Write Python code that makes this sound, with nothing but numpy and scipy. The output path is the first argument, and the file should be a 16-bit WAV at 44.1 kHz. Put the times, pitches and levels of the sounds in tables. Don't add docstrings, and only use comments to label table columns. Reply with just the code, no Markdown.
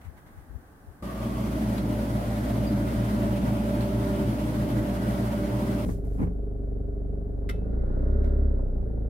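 import sys
import numpy as np
from scipy import signal
from scipy.fft import rfft, irfft, next_fast_len
from scipy.io import wavfile
from scipy.ndimage import uniform_filter1d, map_coordinates

SR = 44100
rng = np.random.default_rng(int(sys.argv[2]) if len(sys.argv) > 2 else 0)


def transcribe(u):
    v = np.clip(np.atleast_2d(u).T, -1, 1)
    q = np.round(v * 32767).astype(np.int16)
    wavfile.write(sys.argv[1], SR, q)


N = 400869
T = np.arange(N) / SR

FRIDGE_FROM_S, CAR_FROM_S = 1.024, 5.851


def from_db(db):
    return np.exp(np.asarray(db, dtype=np.float32) * np.float32(np.log(10) / 20))


def rms(x):
    return np.sqrt(np.mean(x ** 2) + 1e-20)


def in_time(rows):
    s, *columns = np.transpose(rows)
    return [np.interp(T, s, column) for column in columns]


def gain_at(points, hz):
    known_hz, level_db = np.transpose(points)
    return from_db(np.interp(np.log(hz), np.log(known_hz), level_db))


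def drift(rate):
    knots = rng.standard_normal(1000)
    coarse_s = T[::50]
    wander = map_coordinates(knots, [coarse_s * rate + 2], mode="wrap")
    return np.interp(T, coarse_s, wander)


def turns(hz):
    return np.cumsum(hz) / SR


def tone(cycles):
    phase = cycles + rng.random()
    wrapped = phase - np.floor(phase)
    return np.sin(np.float32(2 * np.pi * wrapped)) * 2 ** .5


def narrow_noise(hz, width_hz):
    angle = 2 * np.pi * hz * T
    return (drift(width_hz) * np.cos(angle) + drift(width_hz) * np.sin(angle)) / np.sqrt(2)


def white():
    return rng.standard_normal((2, N), dtype=np.float32)


def coloured(pair, spectrum, width):
    size = next_fast_len(N, True)
    hz = np.maximum(np.fft.rfftfreq(size, 1 / SR), 1)
    (low_hz, low_db), (top_hz, top_db) = spectrum[0], spectrum[-1]
    closed = [(low_hz / 10, low_db - 80), *spectrum, (top_hz * 10, top_db - 80)]
    bins = rfft(np.float32(pair), size) * gain_at(closed, hz)
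    mid = irfft(bins[0], size)[:N]
    side = irfft(bins[1] * gain_at(width, hz), size)[:N]
    return np.array([mid + side, mid - side]) / rms(mid)


def blows(rows):
    power = np.zeros(N)
    for s, db, swell_s, decay_s in rows:
        near = slice(max(int((s - .5) * SR), 0), int((s + 1) * SR))
        age = T[near] - s
        swell = np.exp(2 * np.minimum(age, 0) / swell_s)
        decay = from_db(db - 60 * np.maximum(age, 0) / decay_s) ** 2
        power[near] += decay * swell
    return np.sqrt(power)


# frequency in Hz, relative density in dB per Hz.
TENT_AIR = [(15, -41), (25, -6.5), (69, -5.5), (188, -12), (281, -12), (399, -19), (640, -22), (850, -20.5),
            (950, -27), (1150, -25), (1380, -30), (1550, -25), (1900, -32), (2300, -42), (4000, -48),
            (7400, -48), (9000, -44), (15500, -44.5)]
# frequency in Hz, side against mid in dB.
TENT_WIDTH = [(60, -13), (240, -13), (950, -1.5), (3770, 2.5), (15000, 1)]
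# peak time in seconds, peak in dB before panning,
# swell in seconds, decay in seconds.
FLAPS = [(.068, -51, 0.013, 0.3), (.385, -56, 0.051, 0.23), (.555, -48.5, 0.031, 0.13),
         (.89, -56.5, 0.024, 0.13)]
# frequency in Hz, relative density in dB per Hz.
FLAP_TONE = [(25, -14), (55, 3), (75, 4), (110, -10), (160, -13.5), (400, -40), (2000, -70)]
# peak time in seconds, peak in dB, swell and decay in seconds.
RUSTLES = [(.015, -56, .002, .08), (.05, -59, .02, .3), (.178, -59, .012, .2), (.272, -61, .012, .35),
           (.39, -65, .04, .35)]
# frequency in Hz, relative density in dB per Hz.
RUSTLE_TONE = [(500, 0), (1200, 1), (1650, -5), (2050, 1), (2500, -12), (3200, -12), (5000, -23),
               (9000, -18), (15000, -19)]
TENT_DB = -52


def tent(flap_pan_db=18.5):
    air = from_db(TENT_DB) * coloured(white(), TENT_AIR, TENT_WIDTH)
    flaps = blows(FLAPS) * coloured(white(), FLAP_TONE, TENT_WIDTH)
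    flaps = flaps * from_db([[flap_pan_db], [-flap_pan_db]])
    rustles = blows(RUSTLES) * coloured(white(), RUSTLE_TONE, TENT_WIDTH)
    return air + flaps + rustles


def since_fridge():
    return np.maximum(T - FRIDGE_FROM_S, 0)


APPROACH_DB, APPROACH_S = 16.5, 0.39
SINK_FROM_S, SINK_DB_PER_S = 2.93, 1.06


def nearness():
    approach_db = -APPROACH_DB * np.exp(-since_fridge() / APPROACH_S)
    return approach_db - SINK_DB_PER_S * np.maximum(T - SINK_FROM_S, 0)


WALL_GAP_HZ, WALL_GAP_SAG_HZ_PER_S, WALL_GAP_DB = 1166, 100, -47
WALL_GAP_PASSED_S, WALL_GAP_FADE_DB_PER_S = 1.39, 70


def wall_gap(width_hz=190):
    db = WALL_GAP_DB - WALL_GAP_FADE_DB_PER_S * np.clip(T - WALL_GAP_PASSED_S, 0, 1)
    cycles = turns(WALL_GAP_HZ - WALL_GAP_SAG_HZ_PER_S * since_fridge())
    ringing = [drift(width_hz) * tone(cycles) + drift(width_hz) * tone(cycles) for _ in "LR"]
    return from_db(db) * np.array(ringing) / np.sqrt(2)


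# peak time in seconds, peak in dB, swell and decay in seconds.
SHELF_SQUEAK = [(2.678, -44, 0.011, 0.13)]
SQUEAK_HZ = 4800


def shelf_squeak(width_hz=130):
    return blows(SHELF_SQUEAK) * np.array([narrow_noise(SQUEAK_HZ, width_hz) for _ in "LR"])


# frequency in Hz, rms in dB at the cabinet mouth, wander in Hz.
HUM = [(52.6, -48, 0.05), (58.75, -33.5, 0.054), (117.65, -39, 0.083), (209.7, -40.5, 0.69),
       (242.8, -44, 0.13), (1993, -71, 3)]
CONDENSER_HZ, CONDENSER_DB, CONDENSER_FOLLOWS = 113.5, -33, 1.1
MAINS_BUZZ_HZ, MAINS_DB, MAINS_GROWTH_DB_PER_S = 120, -43.5, 1.43


def fridge_hum(nearness_db, follow=0.43, wander_hz=0.21):
    lines = sum(from_db(db) * tone(turns(hz + wander * drift(1.257))) for hz, db, wander in HUM)
    condenser_hz = CONDENSER_HZ + wander_hz * drift(0.96)
    condenser = from_db(CONDENSER_DB + CONDENSER_FOLLOWS * nearness_db) * tone(turns(condenser_hz))
    mains_db = MAINS_DB + MAINS_GROWTH_DB_PER_S * since_fridge()
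    mains = from_db(mains_db) * tone(MAINS_BUZZ_HZ * T)
    return lines * from_db(follow * nearness_db) + condenser + mains


# time in seconds, first, second and third tone in dB.
FAN_SING = [(1.05, -45, -57, -54.5), (1.8, -36.5, -55, -46.5), (2.4, -43, -53, -43.5),
            (3.4, -37, -51, -39.5), (4.15, -36.5, -38, -38.5), (4.4, -43.5, -55, -47.5),
            (5.3, -35, -50, -38.5), (5.83, -36, -44.5, -41)]


def fan_sing():
    sing_db = in_time(FAN_SING)[-1]
    return sing_db - sing_db.max()


# time in seconds, blade rate in Hz.
FAN_SPEED = [(1.1, 184.2), (1.6, 190.3), (2.2, 192.9), (2.8, 193.8), (3.3, 196), (4.15, 194.9),
             (4.5, 193.9), (5.3, 195.5), (5.85, 194.3)]


def fridge_fan(flutter_db=1.8, jitter_hz=0.373, wander_hz=0.153, pan_db=-1.7):
    blade_hz, = in_time(FAN_SPEED)
    passes = turns(blade_hz + wander_hz * drift(1.51) + jitter_hz * drift(14))
    lines = 0
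    for multiple, db in enumerate(in_time(FAN_SING), 1):
        lines = lines + from_db(db + flutter_db * drift(11)) * tone(multiple * passes)
    return lines * from_db([[pan_db], [-pan_db]])


# frequency in Hz, width in Hz.
CABINET_MODES = [(212, 26), (304, 26)]
# time in seconds, lower mode in dB, upper mode in dB.
STANDING_LEVELS = [(1.05, -48, -57), (1.25, -33.5, -36.5), (1.8, -29.5, -47), (2.6, -32.5, -42),
                   (3.25, -29.5, -38.5), (3.8, -35.5, -43.5), (4.55, -36, -31.5), (5.1, -35, -38),
                   (5.83, -36, -32.5)]


def standing_waves():
    modes = zip(CABINET_MODES, in_time(STANDING_LEVELS))
    return sum(from_db(db) * narrow_noise(hz, width_hz) for (hz, width_hz), db in modes)


def steel_walls(pair, echo=0.16, sway_s=.0005, count=6):
    out = pair.copy()
    for lag_s in rng.uniform(.002, .012, count):
        heard_s = T - lag_s - sway_s * drift(1.5)
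        delayed = pair.take((heard_s * SR).astype(int), axis=1, mode="wrap")
        out += echo * rng.choice([-1, 1], (2, 1)) * delayed
    return out


# low edge in Hz, high edge in Hz.
EDDY_BANDS = [(700, 1300), (1300, 2200), (2200, 3600)]


def eddies(pair, depth=0.14, rate=14):
    out = pair.copy()
    for low, high in EDDY_BANDS:
        band_pass = signal.butter(2, [low, high], "band", fs=SR, output="sos")
        out += depth * drift(rate) * signal.sosfilt(band_pass, pair)
    return out


# frequency in Hz, relative density in dB per Hz.
ROAR = [(25, -21), (60, -11), (100, -8), (145, -1.5), (165, -5), (190, -2.5), (230, 0), (265, -3),
        (305, -0.5), (340, -9.5), (385, -9), (440, -21), (540, -23), (800, -39)]
# frequency in Hz, relative density in dB per Hz.
RUSH = [(400, -7.5), (540, -4.5), (580, 1.5), (630, 2.5), (700, -6), (790, -9), (960, -10), (1060, -15.5),
        (1450, -17.5), (2000, -22.5), (3000, -24.5)]
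# frequency in Hz, relative density in dB per Hz.
HISS = [(1300, -52), (1900, 4), (2300, -1.5), (2600, -9), (3300, -2), (3700, -5), (4800, -5.5), (5600, -7),
        (7300, -9.5), (9000, -7), (12000, -6.5), (15500, -11)]
# frequency in Hz, side against mid in dB.
FRIDGE_WIDTH = [(60, -3), (200, -23), (300, -13.5), (380, -7.5), (620, -5.5), (800, -8), (1000, 3.5),
                (1300, 4.5), (1750, 2.5), (2200, -3), (3200, -2), (4200, 0.5), (8000, 0)]
# peak time in seconds, peak in dB, swell and decay in seconds.
PAPER_TICKS = [(1.781, -44.5, .002, 0.099), (3.808, -48, 0.0022, 0.2)]
# frequency in Hz, relative density in dB per Hz.
PAPER_TONE = [(2000, 5), (3300, 2), (4500, 3), (5500, -12), (12000, -10)]
ROAR_DB, ROAR_FOLLOWS = -30.5, 0.53
RUSH_DB, RUSH_FOLLOWS = -38.5, 0.25
RUSH_SINGS = 0.096
HISS_DB, HISS_FOLLOWS = -52, 0.24


def fridge(gust_db=0.8, surge_db=1.4, swell_db=0.5):
    near_db = nearness()
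    roar_db = ROAR_DB + ROAR_FOLLOWS * near_db + surge_db * drift(9)
    roar = from_db(roar_db) * coloured(white(), ROAR, FRIDGE_WIDTH)
    rush_db = RUSH_DB + RUSH_FOLLOWS * near_db + RUSH_SINGS * fan_sing()
    rush = from_db(rush_db) * coloured(steel_walls(white()), RUSH, FRIDGE_WIDTH)
    hiss_db = HISS_DB + HISS_FOLLOWS * near_db
    hiss = from_db(hiss_db) * coloured(steel_walls(white()), HISS, FRIDGE_WIDTH)
    gusts = from_db(gust_db * drift(40) + swell_db * drift(5.6))
    air = roar + standing_waves() + eddies(rush + hiss) * gusts
    ticks = blows(PAPER_TICKS) * coloured(white(), PAPER_TONE, FRIDGE_WIDTH)
    return air + ticks + shelf_squeak() + wall_gap() + fridge_hum(near_db) + fridge_fan()


# frequency in Hz, side against mid in dB.
CAR_WIDTH = [(60, -4.5), (130, -9.5), (290, -6), (640, -2), (1410, 6.5), (3100, -4.5), (6820, 2.5),
             (15000, 6)]
# peak time in seconds, peak in dB, swell and decay in seconds.
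CLICKS = [(7.4915, -39, 0.0005, 0.02), (7.496, -37.5, 0.0011, 0.055), (7.509, -45, .001, 0.043),
          (7.522, -58.5, .003, 0.25), (8.244, -56.5, 0.002, 0.05), (8.256, -64, .003, .3)]
# frequency in Hz, relative density in dB per Hz.
CLICK_TONE = [(600, -34), (1050, -12.5), (1400, 2.5), (1650, -8), (2080, 5), (2450, -10.5), (3500, -6.5),
              (4800, -16), (5500, -14), (7200, -23.5), (9000, -18), (15500, -23)]
# frequency in Hz, relative level in dB, 60 dB decay in seconds.
LATCH_MODES = [(1950, -7, .08), (2120, -6, .09), (2616, -15.5, 0.38), (3031, -17, 0.23), (3480, -19, 0.18),
               (3720, -16, .16), (4064, -25, .25), (5480, -19, .07)]


def latch(ring_db=-3):
    crack = blows(CLICKS) * coloured(white(), CLICK_TONE, CAR_WIDTH)
    s, db = max(CLICKS, key=lambda row: row[1])[:2]
    start, age = int(s * SR), T[:SR]
    for hz, level_db, t60 in LATCH_MODES:
        decay = np.exp(-np.log(1000) * age / t60)
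        ring = from_db(db + ring_db + level_db) * decay * np.sin(2 * np.pi * hz * age)
        crack[:, start:start + SR] += ring * rng.normal(1, .2, (2, 1))
    return crack


# time in seconds,
# peak in dB before the scuff and ring trims, swell and decay of the scuff in seconds.
THUDS = [(5.859, -27.5, .002, 0.13), (5.892, -22.5, 0.0053, 0.12), (6.043, -35, .0025, 0.082),
         (6.202, -24, 0.015, 0.12), (6.219, -22.5, 0.0046, 0.091), (6.231, -21.5, 0.0027, 0.12),
         (6.27, -30.5, .003, 0.13), (7.5, -40, .02, 0.35)]
# frequency in Hz, relative density in dB per Hz.
THUD_TONE = [(30, -10.5), (70, 0), (120, -1), (180, 0.5), (280, 0), (350, -10.5), (430, -9), (560, -22),
             (900, -26.5), (1400, -38), (2100, -39), (2800, -51)]
# frequency in Hz, relative level in dB, 60 dB decay in seconds.
THUD_MODES = [(82, -3, .25), (111.5, -3, 0.44), (178, -2, 0.36), (284, -2, 0.15), (420.5, -4, 0.076),
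              (816, -23, 0.12), (1170, -28, 0.12)]


def thuds(scuff_db=-1, ring_db=-4, contact_s=0.0034):
    out = from_db(scuff_db) * blows(THUDS) * coloured(white(), THUD_TONE, CAR_WIDTH)
    age = T[:SR]
    push = 1 - np.exp(-(age / contact_s) ** 2)
    for s, db, *_ in THUDS:
        start = int(s * SR)
        for hz, level_db, t60 in THUD_MODES:
            decay = from_db(db + ring_db + level_db - 60 * age / t60)
            ring = push * decay * np.sin(2 * np.pi * hz * age)
            out[:, start:start + SR] += ring * rng.normal(1, 0.33)
    return out


# time in seconds, crank turns per second.
ENGINE = [(5.95, 24.2), (6.08, 24.3), (6.26, 25.4), (6.7, 23.9), (6.84, 24.2), (7.5, 24.4), (7.7, 27.3),
          (8.1, 33.3), (8.24, 34.1), (8.48, 33.8), (8.64, 31.7), (8.88, 27), (9.07, 27.3)]
THROTTLE_LEAD_S = 0.17


def engine_load():
    s, crank_hz = np.transpose(ENGINE)
    return (np.interp(T + THROTTLE_LEAD_S, s, crank_hz) - crank_hz.min()) / np.ptp(crank_hz)


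# multiple of the crank rate, rms in dB before the cabin's resonances,
# rise in dB at full load.
ENGINE_ORDERS = [(1, -27, 0.5), (2, -27, 2), (3, -43.5, 5), (4, -45, 3), (5, -46.5, -2), (6, -51.5, 5),
                 (7, -48, 6), (8, -54, 4.5), (9, -51, 1.5), (11, -58.5, 0), (13, -67, 5.5)]
# frequency in Hz, gain in dB.
CABIN_BOOM = [(24, -17), (27, -11.5), (29, -1.5), (34, 2), (47, -5), (54, -3), (58, -2), (61, -12),
              (64, -4.5), (68, 2), (82, -0.5), (110, 2), (128, -1), (155, -4), (172, 0.5), (200, 2),
              (222, -2), (241, 2.5), (260, 0.5)]
# frequency in Hz, relative density in dB per Hz.
CLATTER = [(25, -9), (45, -1), (100, -3), (140, -6), (190, -6), (230, -1), (275, 2.5), (340, -8), (400, 2),
           (430, 1), (470, -10), (560, -6), (720, -17.5), (920, -29), (1400, -53)]
CLATTER_DB, CLATTER_LOAD_DB = -41.5, 6


def engine(order_side_db=-9, uneven_db=2.5, loose=1.12, chug=0.37, throb=0.15):
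    crank_hz, = in_time(ENGINE)
    crank, load = turns(crank_hz), engine_load()
    body = 0
    for order, db, load_db in ENGINE_ORDERS:
        mid = tone(order * crank)
        side = (order > 2) * from_db(order_side_db) * tone(order * crank)
        uneven = uneven_db * (1 - 1 / order) * drift(9)
        level = gain_at(CABIN_BOOM, order * crank_hz) * from_db(db + load_db * load + uneven)
        body = body + level * np.array([mid + side, mid - side])
    patterns = rng.standard_normal((2, 2048))
    place = crank / 2 % 1
    repeating = np.array([np.interp(place, np.linspace(0, 1, len(p)), p) for p in patterns])
    strokes = 1 + chug * np.cos(2 * np.pi * crank) + throb * np.cos(4 * np.pi * crank)
    clatter = coloured((repeating + loose * white()) * strokes, CLATTER, CAR_WIDTH)
    return body + from_db(CLATTER_DB + CLATTER_LOAD_DB * load) * clatter


# frequency in Hz, relative density in dB per Hz.
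INTAKE = [(700, -5.5), (1000, -1), (1450, 3.5), (1900, -7), (2110, -6.5), (2330, -20.5), (3200, -24),
          (3900, -19), (4500, -23.5)]
INTAKE_DB, INTAKE_LOAD_DB = -75, 13.5
# peak time in seconds, peak in dB, swell and decay in seconds.
BRUSHES = [(5.915, -57, 0.2, 0.31), (6.05, -68.5, 0.0086, 0.71), (6.14, -70.5, 0.039, 0.93),
           (6.23, -65.5, 0.052, 0.2)]
# frequency in Hz, relative density in dB per Hz.
BRUSH_TONE = [(700, -5.5), (1600, -1), (3000, -6), (6000, -5), (11000, -2), (15500, -7)]
# frequency in Hz, relative density in dB per Hz.
CAR_HISS = [(1000, 0), (2500, 0), (4000, -1), (7400, -3.5), (9000, 0), (15500, 2)]
CAR_HISS_DB = -81
# peak time in seconds, peak in dB, swell and decay in seconds.
TAPS = [(6.952, -53, .002, .06), (7.153, -48, .001, .05), (7.28, -52, .002, .06), (7.445, -49, .001, .06),
        (8.252, -44, .002, .1), (8.594, -39, .004, .1), (8.78, -46, .004, .08)]
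# frequency in Hz, relative density in dB per Hz.
TAP_TONE = [(250, -8), (480, 3), (620, 0), (900, -16), (1450, -27), (2100, -42), (2600, -52)]
# peak time in seconds, peak in dB, swell and decay in seconds.
JOLTS = [(6.8, -42, .04, .3), (8.82, -32, .04, .3)]
# frequency in Hz, relative density in dB per Hz.
JOLT_TONE = [(30, -5.5), (55, -2), (85, 4), (110, -2.5), (160, -13.5), (300, -25)]


def car():
    hiss = from_db(CAR_HISS_DB) * coloured(white(), CAR_HISS, CAR_WIDTH)
    intake_db = INTAKE_DB + INTAKE_LOAD_DB * engine_load()
    intake = from_db(intake_db) * coloured(white(), INTAKE, CAR_WIDTH)
    brushes = blows(BRUSHES) * coloured(white(), BRUSH_TONE, CAR_WIDTH)
    taps = blows(TAPS) * coloured(white(), TAP_TONE, CAR_WIDTH)
    jolts = blows(JOLTS) * coloured(white(), JOLT_TONE, CAR_WIDTH)
    return hiss + intake + brushes + taps + jolts + latch() + thuds() + engine()


FADE_OUT_S = .008


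def scene():
    past_tent, in_car = (uniform_filter1d((T > s) * 1., size=64) for s in (FRIDGE_FROM_S, CAR_FROM_S))
    fade = np.minimum((T[-1] - T) / FADE_OUT_S, 1)
    return (1 - past_tent) * tent() + (past_tent - in_car) * fridge() + in_car * fade * car()


CUTOFF_HZ = 15800


def record(dry):
    low_pass = signal.ellip(12, .1, 90, CUTOFF_HZ, fs=SR, output="sos")
    return signal.sosfilt(low_pass, dry)


dry = scene()
out = record(dry)
transcribe(out)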